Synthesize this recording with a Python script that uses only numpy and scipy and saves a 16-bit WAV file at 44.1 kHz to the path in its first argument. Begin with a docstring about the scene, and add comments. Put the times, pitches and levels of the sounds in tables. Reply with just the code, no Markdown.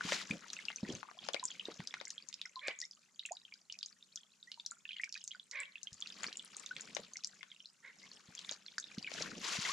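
"""Melt water drips from snowy branches by a shallow lake: drops tick around us, and trap bubbles that plink.
Bubbles are fading sine tones; ticks, and pats on a jacket, are mainly short bursts of noise.
The jacket swishes close by in grainy noise, and a few soft thuds come from the hand-held camera.
A crow-like bird rasps three times from the trees, as pulses ringing a throat.
Behind it all lie many weak plinks, a faint steady hiss and a low hum, both made from noise."""
import sys
import numpy as np
from scipy import signal
from scipy.fft import rfft, irfft, next_fast_len
from scipy.io import wavfile
from scipy.ndimage import uniform_filter1d

SR = 44100
rng = np.random.default_rng(int(sys.argv[2]) if len(sys.argv) > 2 else 0)


def unload_audio(sound):
    """Save the sound as a 16-bit wav file, at the path given as the first command line argument."""
    columns = np.transpose(np.atleast_2d(sound))
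    # keep every value between -1 and 1, then stretch to whole-number steps
    steps = np.round(np.clip(columns, -1, 1) * 32767)
    wavfile.write(sys.argv[1], SR, steps.astype(np.int16))


N = 428652
TIME = np.arange(N) / SR  # [s]

# places, as left minus right [dB]: under the left trees, ahead, under the right branch, close on the left
LEFT, AHEAD, RIGHT, CLOSE = 2.8, -.5, -3.5, 26

# faint background, hiss of distant dripping over a low hum near 190 Hz from the camera:
# (frequency [Hz], relative level [dB])
BACKGROUND_SPECTRUM = [(60, -19), (100, -13), (190, 6.5), (300, -8), (750, -15.5), (1500, -6), (2600, -34),
                       (4200, -12), (7200, -1.5), (8300, -7), (15000, -13)]

# bird calls: (time [s], length [s], level [dB], base pitch [Hz])
BIRD_CALLS = [(2.608, 0.13, -49.5, 544), (5.515, 0.13, -48.5, 540.3), (7.822, 0.1004, -60, 502)]
# resonances of the bird's throat at CALL_HZ: (centre [Hz], width [Hz], level [dB])
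THROAT_RESONANCES = [(576, 140, -20), (975, 200, -15), (1710, 160, -4), (2090, 340, 1), (3140, 1240, -17)]
CALL_HZ = 528  # usual pitch of a call; the resonances move up and down with the pitch
WARBLE_HZ = 52.6  # typical flutter rate of the throat, before it wanders

# the jacket's steady rustle as its wearer turns, stands still and turns again: (time [s], swish level [dB])
STEADY_RUSTLE = [(0, -58), (0.75, -61.5), (1.15, -70), (1.7, -60.5), (2.2, -73), (2.9, -80.5), (5.7, -80.5),
                 (6.1, -64.5), (6.8, -66.5), (7.1, -76.5), (7.35, -68.5), (7.7, -81.5), (8.4, -66),
                 (8.65, -71), (9.1, -60), (9.72, -59.5)]
RUSTLE_RUB_DB = -5.5  # the low rub in the steady rustle, set against its swish
# single sleeve strokes: (time of the peak [s], swish level [dB], low rub level [dB], rise [s], fall [s])
SLEEVE_STROKES = [(0.117, -40.5, -54, 0.13, 0.18), (0.32, -56, -45, 0.031, 0.075),
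                  (0.91, -54.5, -44.5, 0.072, 0.12), (1.25, -58, -62, 0.071, 0.074),
                  (6.245, -56.5, -60, 0.19, 0.098), (6.59, -58, -91, 0.11, 0.2),
                  (6.955, -60, -62.5, 0.51, 0.24), (8.05, -64, -67, 0.12, 0.22),
                  (8.39, -67, -95, 0.39, 0.5), (8.51, -58.5, -68, 0.15, 0.099),
                  (9.18, -48, -54.5, 0.1, 0.25), (9.33, -82, -51.5, 0.22, 0.21),
                  (9.498, -40, -64, 0.13, 0.23), (9.679, -40.5, -67, 0.094, 0.21)]
# a stroke climbs by this depth over its rise and sinks as far over its fall; rounding 1 = pointed, 2 = round
STROKE_DEPTH_DB, STROKE_ROUNDING = 28, 1.91
# colour of the sliding cloth: (frequency [Hz], relative level [dB])
SWISH_SPECTRUM = [(400, -12.5), (700, -13.5), (1300, -3.5), (2400, 3), (4500, 2), (7200, -0.5), (8500, -13),
                  (14000, -48)]
# colour of the low rub: (frequency [Hz], relative level [dB])
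RUB_SPECTRUM = [(25, -15), (90, -16), (195, 6.5), (290, -3), (520, -5.5), (900, -22), (1600, -44.5)]

# soft knocks on the camera: (time [s], level [dB], pitch [Hz])
CAMERA_KNOCKS = [(0.049, -38.5, 207), (0.305, -36, 204), (0.83, -29.5, 208), (0.89, -39.5, 287),
                 (0.903, -37, 322), (0.938, -42, 147), (1.684, -37.5, 398), (1.795, -40.5, 181),
                 (5.922, -57.5, 112), (6.282, -50, 364), (6.993, -44.5, 506), (8.286, -53, 167),
                 (8.513, -49, 576), (8.978, -39, 205), (9.207, -40, 565), (9.586, -40.5, 167)]
KNOCK_MS, KNOCK_HZ = 2.98, 200  # fading time of a knock at this pitch; higher knocks are shorter

# drops that pat on the jacket: (time [s], level [dB], place as left minus right [dB])
JACKET_PATS = [(0.121, -21.5, LEFT), (1.287, -26.5, CLOSE), (1.344, -23, CLOSE), (2.012, -35, CLOSE),
               (2.682, -25.5, LEFT), (6.967, -26.5, CLOSE), (9.116, -34, CLOSE)]
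# the smack of the fabric, and the thump of the padding under it
PAT_HZ, PAT_THUMP_HZ, PAT_THUMP_DB = 1930, 565, -11

# drops that tick on water, wood or cloth, some close by on jacket or camera:
# (time [s], level [dB], centre [Hz], place as left minus right [dB])
IMPACT_TICKS = [(0.502, -39, 3830, RIGHT), (0.532, -36.5, 6100, LEFT), (0.653, -40, 4620, CLOSE),
                (0.702, -41, 1420, LEFT), (1.03, -41.5, 1230, CLOSE), (1.113, -45.5, 880, CLOSE),
                (1.333, -38.5, 6540, RIGHT), (1.439, -37.5, 7000, LEFT), (1.4534, -29, 6860, LEFT),
                (1.803, -43, 1630, AHEAD), (1.873, -34.5, 5060, LEFT), (1.94, -37, 2110, AHEAD),
                (2.053, -39, 5650, LEFT), (2.104, -34, 5800, LEFT), (2.287, -40, 6260, CLOSE),
                (2.328, -42, 3850, RIGHT), (2.341, -39, 4920, RIGHT), (2.415, -37, 3550, AHEAD),
                (2.674, -43.5, 6740, LEFT), (2.802, -39, 6240, LEFT), (2.815, -35, 5000, LEFT),
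                (3.26, -40, 7350, LEFT), (3.724, -40.5, 4950, LEFT), (3.789, -42, 5340, RIGHT),
                (3.829, -36, 4280, AHEAD), (4.158, -35, 5550, LEFT), (4.517, -39, 3780, RIGHT),
                (4.662, -33.5, 5600, LEFT), (5.015, -43.5, 6520, LEFT), (5.042, -37.5, 5300, RIGHT),
                (5.125, -37.5, 5070, RIGHT), (5.142, -40.5, 4540, RIGHT), (5.176, -43.5, 4300, RIGHT),
                (5.24, -41.5, 7250, AHEAD), (5.277, -37, 5730, AHEAD), (5.512, -37.5, 5480, RIGHT),
                (5.831, -39, 6130, CLOSE), (5.93, -44.5, 5930, LEFT), (6.012, -42, 4900, RIGHT),
                (6.072, -41.5, 4230, LEFT), (6.232, -36, 1610, CLOSE), (6.242, -30.5, 1850, LEFT),
                (6.328, -41, 3760, RIGHT), (6.567, -35.5, 7560, LEFT), (6.597, -39.5, 6770, CLOSE),
                (6.661, -39.5, 5970, RIGHT), (6.765, -38.5, 3120, RIGHT), (6.797, -45, 2210, CLOSE),
                (6.949, -35.5, 6030, AHEAD), (7.169, -37, 5400, LEFT), (7.237, -39, 4800, LEFT),
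                (7.2457, -30, 5140, LEFT), (7.272, -42, 6900, RIGHT), (7.43, -41, 1730, CLOSE),
                (8.351, -42, 6330, LEFT), (8.391, -39, 3800, LEFT), (8.493, -33.5, 3520, RIGHT),
                (8.512, -35.5, 6240, LEFT), (8.522, -40, 4700, LEFT), (8.782, -35, 4800, LEFT),
                (8.785, -39, 6250, RIGHT), (8.799, -39.5, 6600, LEFT), (8.983, -35, 4050, AHEAD),
                (9.139, -39.5, 4900, RIGHT), (9.222, -33.5, 5250, LEFT)]
# drops that plop, each with its own shape:
# (time [s], level [dB], pitch [Hz], rise [ms], decay [ms], pitch climb [share per decay],
#  place as left minus right [dB])
WATER_PLOPS = [(0.009, -29, 1490, 1.3, 1, 0, LEFT), (0.31, -28, 2420, 0.24, 2.7, 0.0007, LEFT),
               (1.364, -37, 2140, 0.4, 5, 0.079, AHEAD), (1.428, -42, 997, 1.1, 12, 0, RIGHT),
               (2.563, -45.5, 1033, 2.1, 12, 0, RIGHT), (2.822, -45.5, 1866, 5.6, 7.3, 0.042, AHEAD),
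               (3.308, -41, 569, 17, 4.3, 0.14, RIGHT), (4.471, -56, 1860, 4.6, 13, 0.052, RIGHT),
               (4.997, -36.5, 1875, 0.49, 5.8, 0.092, LEFT), (6.709, -38.5, 1460, 6.9, 3.4, 0.015, LEFT),
               (8.03, -55, 2030, 6, 9, 0.046, AHEAD), (8.781, -31, 1607, 1.3, 0.8, 0, AHEAD),
               (9.65, -35, 1906, 4, 2.8, 0.047, AHEAD), (9.683, -40.5, 970, 13, 12, 0.099, LEFT)]
# drops that trap a ringing bubble: (time [s], level [dB], pitch [Hz], place as left minus right [dB])
BUBBLE_DROPS = [(0.566, -40, 2620, AHEAD), (0.589, -39.5, 2100, RIGHT), (0.684, -29, 2680, LEFT),
                (0.76, -32.5, 5800, LEFT), (0.784, -47.5, 2430, LEFT), (0.849, -47, 1880, AHEAD),
                (0.9, -39.5, 3130, AHEAD), (0.951, -37, 6040, LEFT), (1.087, -48, 1200, LEFT),
                (1.189, -41, 3220, RIGHT), (1.336, -34, 3360, RIGHT), (1.396, -39.5, 3900, AHEAD),
                (1.504, -40, 3240, AHEAD), (1.514, -40.5, 3070, LEFT), (1.596, -34, 2980, AHEAD),
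                (1.654, -35.5, 3680, AHEAD), (1.908, -44, 3400, AHEAD), (2.001, -43, 3630, AHEAD),
                (2.071, -47, 2070, AHEAD), (2.08, -39.5, 6900, RIGHT), (2.18, -38, 3240, RIGHT),
                (2.454, -42.5, 2020, AHEAD), (2.457, -39.5, 5220, LEFT), (2.558, -39, 4040, LEFT),
                (2.593, -42.5, 3260, RIGHT), (2.71, -40.5, 2890, RIGHT), (2.789, -38, 6370, LEFT),
                (2.852, -39, 5200, AHEAD), (2.911, -42, 4850, AHEAD), (3.194, -34, 3610, RIGHT),
                (3.253, -34.5, 2620, RIGHT), (3.32, -34, 6450, AHEAD), (3.369, -42.5, 3680, RIGHT),
                (3.451, -45.5, 3120, LEFT), (3.523, -46, 2260, RIGHT), (3.539, -44.5, 4670, LEFT),
                (3.699, -38.5, 2900, RIGHT), (3.81, -44.5, 3720, RIGHT), (3.86, -38, 6340, LEFT),
                (3.861, -41.5, 5000, AHEAD), (4.026, -49, 3570, AHEAD), (4.174, -43, 3250, LEFT),
                (4.428, -46.5, 3640, AHEAD), (4.542, -45.5, 4200, RIGHT), (4.575, -59, 933, AHEAD),
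                (4.598, -39.5, 3480, LEFT), (4.711, -34, 6680, LEFT), (4.717, -47, 1377, RIGHT),
                (4.853, -40, 2620, RIGHT), (4.891, -36.5, 2950, RIGHT), (4.908, -40, 2430, RIGHT),
                (4.917, -44, 3320, RIGHT), (4.931, -39.5, 3100, RIGHT), (4.966, -40.5, 2930, LEFT),
                (4.984, -44, 3280, LEFT), (4.942, -44, 3120, RIGHT), (5.035, -30.5, 2230, RIGHT),
                (5.092, -45, 5370, RIGHT), (5.153, -39.5, 2400, RIGHT), (5.214, -47, 4950, AHEAD),
                (5.309, -44, 2930, RIGHT), (5.315, -38, 3220, RIGHT), (5.348, -48, 1460, RIGHT),
                (5.397, -41.5, 3330, RIGHT), (5.602, -32.5, 7230, LEFT), (5.633, -40.5, 2630, RIGHT),
                (5.654, -47, 3140, LEFT), (5.756, -38, 2560, RIGHT), (5.871, -37, 3060, RIGHT),
                (5.942, -44.5, 6640, LEFT), (6.004, -40.5, 6500, LEFT), (6.023, -32, 3310, RIGHT),
                (6.102, -42.5, 3430, RIGHT), (6.123, -43.5, 4800, AHEAD), (6.234, -32, 6580, LEFT),
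                (6.266, -35, 4260, AHEAD), (6.274, -37.5, 4700, RIGHT), (6.284, -46, 2250, LEFT),
                (6.371, -33, 6720, LEFT), (6.395, -37, 3360, RIGHT), (6.448, -38.5, 8660, LEFT),
                (6.663, -39.5, 3570, RIGHT), (6.809, -36, 6600, RIGHT), (7.135, -39, 6200, AHEAD),
                (7.157, -44, 2066, AHEAD), (7.409, -47.5, 2130, LEFT), (7.516, -44, 3230, RIGHT),
                (7.603, -45.5, 3010, RIGHT), (7.657, -42, 4020, LEFT), (8.116, -44, 4270, AHEAD),
                (8.375, -47, 4550, LEFT), (8.379, -42.5, 3200, LEFT), (8.447, -42.5, 3520, AHEAD),
                (8.663, -42, 4060, RIGHT), (8.682, -42.5, 3360, RIGHT), (8.841, -39, 3650, RIGHT),
                (8.915, -48, 2370, RIGHT), (9.027, -40, 4460, LEFT), (9.045, -38, 2470, LEFT),
                (9.066, -40.5, 2900, AHEAD), (9.074, -36, 2210, AHEAD)]
# a bubble of RING_HZ decays in RING_MS; smaller ones die faster, by this power of the pitch
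RING_MS, RING_HZ, RING_LAW = 9.9, 920, 1.354

# overall treble colour, the sound thins out above 10 kHz: (frequency [Hz], level [dB])
TREBLE_COLOUR = [(7300, 3), (8300, -3.5), (10200, -2), (11200, -13.5), (12200, -5), (13000, -24),
                 (14500, -12)]
TOP_HZ = 15000  # nearly nothing passes above this


def undb(db):
    """Turn decibels into gain."""
    return 10 ** (np.asarray(db) / 20)


def unit(x):
    """Scale to an average strength (rms) of 1."""
    return x / np.sqrt(np.mean(x ** 2))


def band_pass(x, edges):
    """Keep only the frequencies between two edges [Hz]."""
    return signal.sosfilt(signal.butter(2, edges, "band", fs=SR, output="sos"), x)


def colour(x, points):
    """Shape the tone by a curve of (frequency [Hz], level [dB]) points."""
    hz, db = np.transpose(points)
    size = next_fast_len(N + SR // 10)
    f = np.fft.rfftfreq(size, 1 / SR) + 1
    gain = undb(np.interp(np.log(f), np.log(hz), db))
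    return irfft(rfft(x, size) * gain, size)[..., :N]


def walk(rate, size=N):
    """A smooth random wander around 0 with a spread near 1; a higher rate wanders faster."""
    k = max(int(SR / rate), 2)
    steps = np.repeat(rng.standard_normal(size // k + 1), k)
    return 1.37 * uniform_filter1d(uniform_filter1d(steps, k), k)[:size]


def pair(side_db):
    """Stereo noise: a part shared by both ears and a part that differs between them."""
    mid, side = rng.standard_normal((2, N))
    return mid + undb(side_db) * np.array([side, -side])


def add(out, s, sound, pan_db=0):
    """Mix a short sound in at time s; the farther side hears it weaker and, if clearly weaker, a sample later."""
    gains = undb(np.array([pan_db, -pan_db]) / 2)
    for channel, gain in enumerate(unit(gains)):
        start = max(int(s * SR), 0) + int(gains[channel] < .85)
        part = sound[:max(N - start, 0)]
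        out[channel, start:start + len(part)] += gain * part


def ring(hz, decay_ms, rise_ms, glide=0, start=0):
    """A fading tone: its pitch begins high by the share start, settles, and climbs by glide per decay time."""
    decay_ms = max(decay_ms, .2)
    ms = np.arange(int(SR * decay_ms * 8 / 1000)) * 1000 / SR
    swell = (1 - np.exp(-ms / rise_ms)) ** 2 * np.exp(-ms / decay_ms)
    pitch = hz * (1 + glide * ms / decay_ms + start * np.exp(-ms / rise_ms))
    return swell / swell.max() * np.sin(2 * np.pi * np.cumsum(pitch) / SR)


def smack(hz, octaves, decay_ms, spray_db, spray_ms):
    """A sharp noise burst, reaching some octaves either side of hz, with a weak tail of spray; peak 1."""
    ms = np.arange(3072) * 1000 / SR
    fade = np.exp(-ms / decay_ms) + undb(spray_db) * np.exp(-ms / spray_ms)
    onset = np.minimum(2 * ms, 1)
    burst = rng.standard_normal(len(ms)) * fade * onset
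    edges = np.clip([hz / 2 ** octaves, hz * 2 ** octaves], 20, .45 * SR)
    sound = band_pass(burst, edges)
    return sound / np.abs(sound).max()


def trees(x, db, t60, build_up):
    """Trunks and banks scatter a thin tail, different in each ear; it builds up, then falls 60 dB per t60 [s]."""
    t = np.arange(int(SR * .6)) / SR
    noise = rng.standard_normal((2, len(t)))
    # uneven levels keep the tail thin
    fade = undb(6.0 * rng.standard_normal(len(t)) - 60 * t / t60)
    tail = noise * fade * (1 - np.exp(-t / build_up))
    tail /= np.sqrt(np.sum(tail ** 2, axis=1, keepdims=True))
    return undb(db) * signal.fftconvolve(x.mean(axis=0)[None], tail, axes=1)[:, :N]


def background():
    """Hiss of distant dripping, over a low hum near 190 Hz from the camera: noise with a wavering level."""
    waver = undb(0.44 * walk(7.8))
    return undb(-75.5) * unit(colour(pair(side_db=-4.5) * waver, BACKGROUND_SPECTRUM))


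def far_drops(count=560):
    """Weaker drops along the shore; large bubbles are rare and distant, ring longer and chirp upwards more."""
    out = np.zeros((2, N))
    for when, size, loud, side in rng.random((count, 4)):
        hz = 8300 * np.exp(-1.25 * size - .8 * size ** 8)
        db = -65 + 12 * loud ** 2 - 12 * size ** 4
        plink = ring(hz, (4300 / hz) ** 1.4, rise_ms=.9, glide=.05 * size, start=.1)
        add(out, when * N / SR, undb(db) * plink, 12 * (side - .5))
    return out


def bird_call(length, db, hz):
    """One harsh call: uneven pulses and rasping breath ring the throat, with a fast warble."""
    t = np.arange(int(length * SR)) / SR
    arch = np.sin(np.pi * t / length)
    warble = np.sin(2 * np.pi * WARBLE_HZ * t + walk(70, len(t)))
    # the pitch jitters and sags towards the end
    pitch = hz * (1 - .07 * (t / length - .5) + .028 * walk(500, len(t)))
    phase = 2 * np.pi * np.cumsum(pitch) / SR
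    pulses = unit(sum(np.cos(k * phase) for k in range(1, 11)))
    # rasp grows towards the middle of the call and pulses with the voice
    rasp = .4 * arch ** 2 * rng.standard_normal(len(t)) * (1 + np.cos(phase))
    source = pulses + rasp
    voice = 0
    for centre, width, gain_db in np.multiply(THROAT_RESONANCES, [hz / CALL_HZ, 1, 1]):
        voice = voice + undb(gain_db) * band_pass(source, [centre - width / 2, centre + width / 2])
    flutter = undb(2.5 * warble + 1.5 * walk(200, len(t)))
    call = undb(db) * unit(voice * arch ** .9 * flutter)
    # the beak opens and closes and the throat flutters, swinging pitch and resonances together
    speed = 1 + .12 * (arch - .75) + .085 * warble
    return np.interp(np.cumsum(speed) / SR, t, call)


def bird():
    """The calls reach the shore by two paths, the second later and weaker."""
    out = np.zeros((2, N))
    for s, length, db, hz in BIRD_CALLS:
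        call = bird_call(length, db, hz)
        add(out, s, call, pan_db=-3.5)
        add(out, s + .0065, undb(-9) * call)
    return out


def sliding():
    """Levels [dB] that drive the swish and low rub: steady rustle plus strokes that swell and fade."""
    rustle_db = np.interp(TIME, *np.transpose(STEADY_RUSTLE))
    power = undb([rustle_db, rustle_db + RUSTLE_RUB_DB]) ** 2
    for s, swish_db, rub_db, rise, fall in SLEEVE_STROKES:
        # distance from the peak, counted in rises or falls
        away = np.clip(np.maximum((s - TIME) / rise, (TIME - s) / fall), 0, 4)
        shape = undb(-STROKE_DEPTH_DB * away ** STROKE_ROUNDING)
        power = power + np.outer(undb([swish_db, rub_db]), shape) ** 2
    return 10 * np.log10(power)


def jacket(swish_db, rub_db):
    """Cloth slides in tiny slips: a grainy swish, stronger on the left, and a low rub through the camera body."""
    # slow sliding crackles; fast sliding merges into a smoother swish
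    grain_db = np.interp(swish_db, [-58, -42], [6, 2.5])
    # the whole sleeve catches and lets go, which clumps the slips
    catching = undb(1.5 * walk(90))
    cloth = 0
    for hz in 320 * np.sqrt(2) ** np.arange(12):
        # folds of each size slip on their own, the small ones faster
        wander = walk(6 * np.sqrt(hz)) + .35 * walk(60)
        slips = undb(grain_db * wander - grain_db ** 2 / 8)
        cloth = cloth + band_pass(pair(side_db=-8.0) * slips * catching, [hz, np.sqrt(2) * hz])
    swish = unit(colour(cloth, SWISH_SPECTRUM)) * undb(swish_db - 2)
    # the left side hears more of the cloth, by these (frequency [Hz], level [dB]) points
    swish[0] = colour(swish[0], [(1100, 11.2), (2500, 3.57), (7300, 1.26), (12000, 30)])
    rough = pair(side_db=-12.5) * undb(2.28 * walk(80))
    rub = unit(colour(rough, RUB_SPECTRUM)) * undb(rub_db - 5.0)
    return swish + rub


def creases(swish_db, count=1000):
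    """Folds of the jacket snap over with tiny knocks, louder with faster cloth up to a limit."""
    out = np.zeros((2, N))
    for when, size, loud in rng.random((count, 3)):
        hz = 5500 * np.exp(-2.3 * size)
        # past this limit the swish swallows the knocks
        db = min(swish_db[int(when * N)], -51) - 6.0 + 20 * loud ** 3 - 10 * size
        # the low knocks come through the body and lie farther left
        add(out, when * N / SR, undb(db) * ring(hz, 2400 / hz, rise_ms=0.9), 10 * size)
    return out


def knock(out, s, db, hz, pan_db=0):
    """A blunt knock: a tone that dies within a few cycles, over a weaker noise burst."""
    decay_ms = KNOCK_MS * np.sqrt(KNOCK_HZ / hz)
    add(out, s, undb(db) * ring(hz, decay_ms, rise_ms=decay_ms), pan_db)
    burst = smack(hz, octaves=0.73, decay_ms=22.4, spray_db=-8.5, spray_ms=11.0)
    add(out, s, undb(db - 9.5) * burst, pan_db)


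def thuds():
    """Knocks on the camera, and the thump of the padding under each drop on the jacket."""
    out = np.zeros((2, N))
    for s, db, hz in CAMERA_KNOCKS:
        knock(out, s, db, hz)
    for s, db, pan_db in JACKET_PATS:
        knock(out, s, db + PAT_THUMP_DB, PAT_THUMP_HZ, pan_db / 2)
    return out


def pats(out):
    """Drops on taut fabric give one dead snap that does not ring."""
    for s, db, pan_db in JACKET_PATS:
        snap = smack(PAT_HZ, octaves=1.08, decay_ms=1.0, spray_db=-25, spray_ms=14)
        add(out, s, undb(db) * snap, pan_db)


def splash(out, s, db, hz, pan_db, count=8):
    """Droplets thrown up by an impact fall back as tiny plinks, near the pitch of the drop itself."""
    for wait, size, loud, side in rng.random((count, 4)):
        own_hz = min(hz * 2 ** (1.2 * size - .6), 8000)
        plink = undb(db - 8.5 - 40.7 * loud) * ring(own_hz, 3800 / own_hz, rise_ms=0.64)
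        add(out, s + 0.069 * wait ** 2, plink, pan_db / 2 + 10 * (side - .5))


def ticks(out):
    """Drops tick on water, wood or cloth: a noise burst, a brief ring at its centre, and thrown droplets."""
    for s, db, hz, pan_db in IMPACT_TICKS:
        # dull ticks spread over more octaves than bright ones
        spread = min(1750 / hz, 1)
        body = smack(hz, octaves=spread, decay_ms=1.0, spray_db=-20.5, spray_ms=11.0)
        add(out, s, undb(db + 3.0) * body, pan_db)
        # the first contact cracks over the whole treble
        crack = smack(9000, octaves=1, decay_ms=.5, spray_db=-20, spray_ms=10)
        add(out, s, undb(db - 15) * crack, pan_db)
        brief_ring = ring(hz, decay_ms=0.43, rise_ms=0.9, start=0.14)
        add(out, s, undb(db + 0.5) * brief_ring, pan_db)
        splash(out, s, db, hz, pan_db)


def plops(out):
    """Drops that ring as one plain tone, each with its own rise, decay and upward glide."""
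    for s, db, hz, rise_ms, decay_ms, glide, pan_db in WATER_PLOPS:
        add(out, s, undb(db) * ring(hz, decay_ms, rise_ms, glide), pan_db)


def bubbles(out):
    """A trapped bubble pinches off and rings, over the weaker splash of the impact and its droplets."""
    for s, db, hz, pan_db in BUBBLE_DROPS:
        decay_ms = RING_MS * (RING_HZ / hz) ** RING_LAW
        plink = ring(hz, decay_ms, rise_ms=0.43, glide=0.028 * rng.random(), start=0.23)
        add(out, s, undb(db) * plink, pan_db)
        impact = smack(hz * 1.12, octaves=.35, decay_ms=1.8, spray_db=-11, spray_ms=20)
        add(out, s, undb(db - 14) * impact, pan_db)
        splash(out, s, db, hz, pan_db)


def drops():
    """All the near drops: pats, ticks, plops and ringing bubbles."""
    out = np.zeros((2, N))
    pats(out)
    ticks(out)
    plops(out)
    bubbles(out)
    return out


def scene():
    """Drops with a short tail, the bird with a longer one, the jacket and camera close by, and the background."""
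    all_drops, calls = drops() + far_drops(), bird()
    echoes = trees(all_drops, db=-10.0, t60=0.11, build_up=0.0012)
    echoes += trees(calls, db=-8.5, t60=.3, build_up=.025)
    swish_db, rub_db = sliding()
    handling = jacket(swish_db, rub_db) + creases(swish_db) + thuds()
    return background() + all_drops + calls + echoes + handling


def record(dry):
    """Colour the overall treble, which thins out above 10 kHz, and cut the top."""
    low_pass = signal.ellip(8, .2, 70, TOP_HZ, fs=SR, output="sos")
    return signal.sosfilt(low_pass, colour(dry, TREBLE_COLOUR))


dry = scene()
out = record(dry)
unload_audio(out)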